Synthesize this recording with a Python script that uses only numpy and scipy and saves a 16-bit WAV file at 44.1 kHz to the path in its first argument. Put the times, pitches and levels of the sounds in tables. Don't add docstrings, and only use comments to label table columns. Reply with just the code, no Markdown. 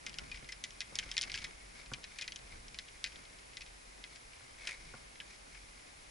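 import sys
import numpy as np
from scipy.fft import rfft, irfft, next_fast_len
from scipy.io import wavfile
from scipy.ndimage import map_coordinates

SR = 44100
rng = np.random.default_rng(int(sys.argv[2]) if len(sys.argv) > 2 else 0)


def master(y):
    cut = np.clip(np.atleast_2d(y).T, -1, 1)
    pcm = np.round(cut * 32767)
    wavfile.write(sys.argv[1], SR, pcm.astype(np.int16))


N = 269010

# (time [s], clack level [dB],
# chatter rate [Hz], tilt [dB per octave], shaft level before the ring trim [dB], shaft note [Hz])
CONTACTS = [(0.0648, -35.5, 3110, -1, -41.5, 2090), (0.0953, -44, 2580, 2, -53, 2350),
            (.1424, -42.5, 2440, -2, -50, 2090), (.1863, -32, 2720, -0.5, -43, 2060),
            (0.316, -43.5, 2330, -5.5, -49, 2455), (0.3443, -45, 2430, -12, -52, 1970),
            (0.374, -47, 2740, -9, -55, 2140), (0.4893, -48, 1550, -5, -44, 2073),
            (0.5216, -45.5, 2610, -1.5, -43.5, 5200), (.64, -31.5, 3240, 3, -41, 2008),
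            (.7071, -46, 3060, 2.5, -58, 2230), (.806, -31.5, 4500, 0, -39, 2530),
            (.8175, -39, 1810, -6, -42, 2035), (0.9556, -32.5, 1740, 6, -42, 4560),
            (.9882, -26, 3220, -0.5, -36, 3080), (1.0283, -46, 2560, -20, -49.5, 1550),
            (1.1154, -34, 1740, 0.5, -41.5, 3180), (1.14, -48, 1580, 2, -51, 1720),
            (1.1683, -29, 2300, -6.5, -40, 2040), (1.1798, -23, 1860, -3, -36, 2103),
            (1.2132, -29, 4400, 2.5, -39.5, 2990), (1.22, -29.5, 3100, 18, -44, 3170),
            (1.23, -33, 4930, -9, -47, 2160), (1.237, -34, 2270, -3, -43, 2650),
            (1.299, -40.5, 2400, -7, -44.5, 2390), (1.3184, -35.5, 4670, -1, -47, 2190),
            (1.342, -33.5, 1490, -4, -40, 1650), (1.35, -38, 5570, -10, -42, 4720),
            (1.357, -41, 2580, 7, -44.5, 2600), (1.3768, -36.5, 2380, -3.5, -45, 2360),
            (1.3872, -42, 1800, -2, -46, 2290), (1.419, -48, 2300, -4, -52, 2270),
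            (1.4424, -38, 4450, -3, -41, 2000), (1.9365, -33, 1560, -3, -43.5, 2430),
            (2.0418, -39.5, 4870, -6.5, -46.5, 3940), (2.1869, -39, 2270, -3, -42, 2125),
            (2.2127, -35.5, 4420, -4, -43.5, 2050), (2.2218, -37, 1690, 0, -43.5, 2470),
            (2.2428, -46, 2510, -11, -54, 2340), (2.2789, -36, 4960, -5.5, -41.5, 2030),
            (2.3215, -37.5, 1504, -3, -48, 3300), (2.3602, -38, 3100, 3, -47.5, 3030),
            (2.683, -45.5, 2770, 3, -57, 2000), (2.7452, -45, 2460, -4, -49, 2430),
            (2.7883, -34, 4330, -4, -43.5, 2060), (2.887, -49.5, 2920, -5, -64, 2290),
            (3.042, -27, 4250, -1.5, -36.5, 2075), (3.0619, -43, 4770, -7.5, -46, 2490),
            (3.072, -46, 2460, -3, -49, 2000), (3.159, -45.5, 3980, -10, -61, 2400),
            (3.3872, -51, 2660, -4, -57.5, 2130), (3.5705, -37, 4570, -3, -45.5, 2020),
            (3.6082, -49, 2526, -2, -48.5, 2520), (3.6184, -43.5, 5170, -6, -49, 2580),
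            (3.664, -49.5, 5300, -14, -66, 2090), (4.0404, -40, 4340, -10, -48, 2060),
            (4.1601, -47, 2480, 0.5, -56, 1690), (4.334, -51, 2410, -12, -57, 2350),
            (4.6726, -36.5, 2600, -4, -36.5, 2406), (4.6915, -44, 2220, -15, -47, 2150),
            (5.1573, -52, 2100, -18, -59, 2110), (5.2022, -38, 3190, -15, -47, 3060),
            (5.549, -52, 2430, -20, -57, 2120)]


def amp(db):
    return 10 ** (np.asarray(db) / 20)


def unit(x):
    return x / np.sqrt(np.mean(x ** 2) + 1e-20)


def along(points, hz):
    f, v = np.transpose(points)
    return np.interp(np.log(hz + 1), np.log(f + 1), v)


def hump(hz, centre, width):
    return 1 / (1 + (2 * (hz - centre) / width) ** 2)


def curves(rows):
    s, *columns = np.transpose(rows)
    return [np.interp(np.arange(N) / SR, s, column) for column in columns]


def swells(rows):
    t = np.arange(N) / SR
    return sum(amp(db) * np.exp(-2 * ((t - s) / length) ** 2) for s, db, length in rows)


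def wobble(rate):
    knots = rng.standard_normal(int(N * rate / SR) + 4)
    return map_coordinates(knots, [np.arange(N) * rate / SR])


def filtered(x, response):
    m = next_fast_len(N + SR // 2)
    return irfft(rfft(x, m) * response(np.fft.rfftfreq(m, 1 / SR)), m)[..., :N]


def causal(db):
    cepstrum = irfft(np.log(amp(db)))
    half = len(cepstrum) // 2
    fold = np.r_[1, np.full(half - 1, 2), np.zeros(half)]
    return np.exp(rfft(cepstrum * fold))


def add(track, s, sound):
    part = track[..., max(round(s * SR), 0):][..., :sound.shape[-1]]
    part += sound[..., :part.shape[-1]]


def at_level(x, db, span):
    energy = np.sum(x[..., :int(span * SR)] ** 2, axis=-1, keepdims=True)
    return x * amp(db) / np.sqrt(energy / (span * SR))


def rush(colour, alike):
    def mid_side(hz):
        turn = np.arccos(np.clip(along(alike, hz), -1, 1)) / 2
        return amp(colour(hz)) * np.array([np.cos(turn), np.sin(turn)])

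    mid, side = filtered(rng.standard_normal((2, N)), mid_side)
    return unit(np.array([mid + side, mid - side]))


def outdoors():
    # (frequency [Hz], relative level [dB])
    hiss_colour = [(80, -10), (200, -7.5), (500, -2), (800, -2), (1400, -4.5), (2100, -4), (3300, -9),
                   (5300, -9), (7500, -12.5), (8600, -15.5), (10500, -14)]
    rumble_colour = [(10, -21), (20, -2.5), (32, -5), (44, 3.5), (60, -7.5), (87, -11.5), (200, -21),
                     (400, -25.5), (880, -68)]
    # (frequency [Hz], left-right correlation [-1 to 1])
    alike = [(100, 1), (300, -0.29), (650, -0.62), (1400, -0.6), (2400, 0.033), (5000, 0.33), (10000, 0.67)]
    # (time [s], level before the trim and unsteadiness below [dB])
    rolling_levels = [(0, -59), (.2, -57), (.8, -62.5), (1.15, -58), (1.6, -61.5), (2.8, -64.5), (4.4, -68),
                      (5.1, -64.5), (6.1, -68)]
    # (time [s], level before the flutter [dB], length [s])
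    gusts = [(.29, -57, .16), (1, -62, .15), (1.38, -55.5, 0.13), (1.97, -63, 0.078), (2.6, -60, 0.25),
             (4.88, -57, .09)]
    hiss_db, rolling_trim_db, calm_db = -56, -3, -62.5
    flutter_db, flutter_per_s = 1.2, 11

    hiss = rush(lambda hz: along(hiss_colour, hz), alike)
    grass_colour = [(50, -33), (130, 1), (350, -3.5), (900, -8.5), (2000, -7), (6000, -62)]
    grass = rush(lambda hz: along(grass_colour, hz), alike)
    rumble = rush(lambda hz: along(rumble_colour, hz), [(40, 1), (100, 0.93), (300, 0.77)])

    rolling, = curves(rolling_levels)
    grass_gain = amp(rolling + rolling_trim_db + 3.1 * wobble(18))
    wind_gain = (amp(calm_db) + swells(gusts)) * amp(flutter_db * wobble(flutter_per_s))
    return amp(hiss_db) * hiss + grass_gain * grass + wind_gain * rumble


def rubbing(rustle_trim_db=-1, rest_db=-68, unrest_db=2.0, slide_grain_db=3.0, rustle_grain_db=3.5):
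    # (time [s], scrape level before the stereo lean [dB])
    slide_levels = [(4.58, -58.5), (4.615, -57), (4.66, -50.5), (4.678, -43), (4.725, -48.5), (4.75, -53),
                    (4.78, -67)]
    # (time [s], rustle level before the trim and lean [dB], length [s])
    sways = [(.323, -60.5, 0.14), (1.05, -60.5, 0.28), (1.357, -53, 0.18), (1.798, -56, 0.046),
             (2.172, -62.5, 0.14), (2.525, -60.5, 0.078), (3.141, -63, 0.2), (4.136, -59.5, 0.053),
             (4.403, -68, 0.21), (4.886, -62.5, 0.21), (5.32, -59, 0.058), (5.555, -60, 0.037)]
    # (frequency [Hz], relative level [dB])
    scrape_colour = [(300, -17.5), (1200, -12.5), (1900, -3.5), (2230, 5.5), (2750, -14), (3800, -8),
                     (6000, -13), (8300, -20), (11000, -23)]
    rustle_colour = [(300, -20), (1400, -10), (1900, -8.5), (2200, 3), (2650, -11.5), (5300, -8.5),
                     (8000, -22), (11000, -25)]

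    t = np.arange(N) / SR
    slide, = curves(slide_levels)
    sliding = (t > slide_levels[0][0]) & (t < slide_levels[-1][0])
    sway = amp(rest_db + unrest_db * wobble(7)) + amp(rustle_trim_db) * swells(sways)

    scrape = rush(lambda hz: along(scrape_colour, hz), [(2000, 0.78)])
    scrape = unit(scrape * amp(slide_grain_db * wobble(260)))
    rustle = rush(lambda hz: along(rustle_colour, hz), [(2000, 0.66)])
    rustle = unit(rustle * amp(rustle_grain_db * wobble(170)))
    lean = amp([[1], [-1]])
    return (sliding * amp(slide) * scrape + sway * rustle) * lean


def ticks(count=140):
    # (time [s], share of the full tick rate [0 to 1])
    jostling = [(0, .1), (.35, .6), (.7, .05), (1.25, 1), (1.55, .02), (2.25, .4), (2.5, .02), (3.2, .3),
                (3.8, .05), (6.1, .02)]
    full_per_s, tilt = 20, -8
    clack_db, shaft_db = -47, -54.5
    spread_db, calm_db = 0.5, -6
    chatter_range, note_range = (2000, 4600), (1990, 2480)

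    when, chance, chatter, note = rng.random((count, 4)).T
    s = when * N / SR
    jostle = np.clip(np.interp(s, *np.transpose(jostling)), 0, 1)
    force_db = calm_db * (1 - jostle) + spread_db * rng.standard_normal(count)
    happens = chance < jostle * full_per_s * N / SR / count
    chatter_hz = np.interp(chatter, [0, 1], chatter_range)
    note_hz = np.interp(note, [0, 1], note_range)
    rows = np.column_stack([s, clack_db + force_db, chatter_hz, np.full(count, tilt),
                            shaft_db + force_db, note_hz])
    return rows[happens]


def rebounds():
    flight_s, typical_db = .0072, -39
    flight_grows = .2
    softer_db, duller = -12, -4
    shaft_softer_db = -21
    rows = []
    for s, db, chatter_hz, tilt_db, shaft_db, ring_hz in CONTACTS:
        flight = flight_s * amp(flight_grows * (db - typical_db))
        rows.append((s + flight, db + softer_db, chatter_hz, tilt_db + duller,
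                     shaft_db + shaft_softer_db, ring_hz))
    return rows


def clack(hz, db, chatter_hz, tilt_db, depth_db=5.5, ripple_db=2, pivot_hz=4000, smear=0.000389):
    # (frequency [Hz], relative level [dB])
    clack_colour = [(300, -32.5), (1100, -35), (1800, -15.5), (3100, 4.5), (4400, 0.5), (5600, 3),
                    (7300, -6), (8600, -20), (9700, -21.5), (11500, -30.5)]
    spot = np.interp(hz, np.linspace(0, SR / 2, num=48), rng.standard_normal(48))
    chatter = depth_db * np.cos(2 * np.pi * hz / chatter_hz)
    hardness = tilt_db * np.log2(np.maximum(hz, 1800) / pivot_hz)
    colour = along(clack_colour, hz) + chatter + hardness + ripple_db * spot
    travel = np.exp(-4j * np.pi * smear * np.sqrt(hz * pivot_hz))
    return at_level(irfft(causal(colour) * travel), db, span=0.0013)


def steel(size, spread_db=5):
    # (frequency [Hz], mean relative level [dB], t60 [s])
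    head_modes = [(3285, 3, 0.065), (3315, 1, 0.17), (3960, 12, 0.037), (4250, -30, 0.061), (4260, 5, 0.05),
                  (5100, 16, 0.064), (5740, -4, 0.096), (6060, -5, 0.036), (7340, -6, 0.058)]
    t = np.arange(size) / SR
    hz, db, t60 = np.transpose(head_modes)[..., None]
    strength = amp(spread_db * rng.standard_normal(hz.shape))
    strength = strength * np.sign(rng.standard_normal(hz.shape))
    modes = strength * amp(db - 60 * t / t60) * np.sin(2 * np.pi * hz * t)
    return at_level(np.sum(modes, axis=0), 0, span=0.0056)


def shaft(hz, db, ring_hz, tilt_db, trip=.0043, trip_hz=2100, keep=0.59, scatter=1.0,
          tone=0.076, tone_t60=0.054, tilt_share=0.47):
    # (frequency [Hz], relative level [dB])
    shaft_colour = [(300, -29.5), (1100, -24), (1550, -7), (2100, 0.5), (3000, -4.5), (5200, -5),
                    (7000, -10), (8600, -21), (11000, -21.5)]
    t = np.arange(2 * (len(hz) - 1)) / SR
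    round_trip = trip * np.exp(.1 * rng.standard_normal())
    turn = np.exp(-4j * np.pi * round_trip * np.sqrt(hz * trip_hz))
    echoes = turn / (1 - np.clip(keep, 0, .9) * turn)

    fade = (1 - np.exp(-t / 0.00057)) * (amp(-60 * t / 0.029) + amp(-16.5 - 60 * t / 0.2))
    jangle = rng.standard_normal((2, len(t))) * fade / np.linalg.norm(fade)
    jangle += 0.59 * jangle[::-1]

    colour = along(shaft_colour, hz) + tilt_share * tilt_db * np.log2(np.maximum(hz, 1800) / 4000)
    waves = irfft(causal(colour) * (echoes + scatter * rfft(jangle)))
    mode = np.sin(2 * np.pi * ring_hz * t) * (1 - np.exp(-t / 0.0019)) * amp(-60 * t / tone_t60)
    return at_level(waves / np.linalg.norm(waves[0]) + tone * mode, db, span=0.003)


def clubs(ring_trim_db=-2.0, steel_db=-20.5, lead=.0006, size=8192):
    # (frequency [Hz], left minus right [dB])
    club_side = [(1600, -1.5), (2050, 0), (2450, 4.5), (3700, 1), (4600, 2.5), (6200, -0.5), (7200, 6.5),
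                 (9000, 6.5)]
    out, hz = np.zeros((2, N)), np.fft.rfftfreq(size, 1 / SR)
    for s, db, chatter_hz, tilt_db, shaft_db, ring_hz in [*CONTACTS, *rebounds(), *ticks()]:
        heads = clack(hz, db, chatter_hz, tilt_db) + amp(db + steel_db) * steel(size)
        answer = shaft(hz, shaft_db + ring_trim_db, ring_hz, tilt_db)
        add(out, s - lead, heads + answer)

    def placing(hz):
        return np.array([causal(side * along(club_side, hz)) for side in (.5, -.5)])

    return filtered(out, placing)


def free_shafts(attack=0.0011):
    # (time [s], pitch [Hz], starting level of the decay [dB], t60 [s])
    notes = [(.19, 1450, -41, 0.027), (.317, 2460, -37, 0.034), (.495, 2060, -47, 0.099),
             (.527, 2000, -46, 0.042), (1.168, 4690, -36, .025), (1.938, 2390, -36, 0.031),
             (4.716, 2210, -44, .06), (5.203, 3120, -42, 0.029), (5.205, 1655, -47, 0.081)]
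    out, t = np.zeros((2, N)), np.arange(SR // 5) / SR
    for s, hz, db, t60 in notes:
        envelope = amp(db - 60 * t / t60) * (1 - np.exp(-t / attack))
        add(out, s, envelope * np.sin(2 * np.pi * hz * t))
    return out


def soft_ring(modes, soft_hz, t):
    ring = np.zeros(len(t))
    for hz, db, t60 in modes:
        excited = 1 / (1 + (hz / soft_hz) ** 4)
        ring += excited * amp(db - 60 * t / t60) * np.sin(2 * np.pi * hz * t)
    return ring


def handling_bumps(knock_trim_db=4.5, thud_delay=0.00415, shudder_db=-12.0, shudder_t60=0.2):
    # (time [s], knock gain before the trim [dB], thud gain [dB],
    # pitch where the soft contact excites a mode by half [Hz])
    bump_rows = [(0.426, -48.5, -47, 626), (.924, -45.5, -60, 900), (1.062, -48, -53, 700),
                 (1.917, -41.5, -37, 2200), (1.983, -49, -59, 1300), (4.407, -56, -66, 2500),
                 (4.939, -43, -43.5, 1900), (5.467, -56.5, -62, 2500)]
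    # (frequency [Hz], relative level [dB], t60 [s])
    knock_modes = [(1420, 4.5, 0.017), (1180, 8, 0.0069), (740, -5, 0.026), (524, -2.5, 0.027)]
    thud_modes = [(133, -1.5, 0.063), (233, -1, 0.037), (370, -11.5, 0.043)]

    out, shake, t = np.zeros((2, N)), np.zeros(N), np.arange(SR // 5) / SR
    onset = 1 - np.exp(-t / 0.0013)
    for s, knock_db, thud_db, soft_hz in bump_rows:
        add(out, s, amp(knock_db + knock_trim_db) * onset * soft_ring(knock_modes, soft_hz, t))
        add(out, s + thud_delay, amp(thud_db) * onset * soft_ring(thud_modes, soft_hz, t))
        add(shake, s, amp(max(knock_db, thud_db) + shudder_db - 60 * t / shudder_t60))
    shudder_colour = [(40, -26), (130, 4), (450, -16), (1200, -6.5), (4000, -30)]
    return out + shake * rush(lambda hz: along(shudder_colour, hz), [(300, 0.68)])


def scene():
    return outdoors() + rubbing() + handling_bumps() + free_shafts() + clubs()


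def record(dry, top_hz=11110):
    # (frequency [Hz], width [Hz], left gain [dB], right gain [dB])
    ports = [(2094, 140, 2, 0.5), (2473, 110, 5.5, -1), (5360, 290, 1, 2.5), (8160, 420, 2.2, -1),
             (9780, 1300, 5, 4.5)]

    def port(hz, channel):
        return causal(sum(gains[channel] * hump(hz, centre, width) for centre, width, *gains in ports))

    coloured = filtered(dry, lambda hz: np.array([port(hz, channel=0), port(hz, channel=1)]))
    return filtered(coloured, lambda hz: 1 / np.sqrt(1 + (hz / top_hz) ** 260))


dry = scene()
out = record(dry)
master(out)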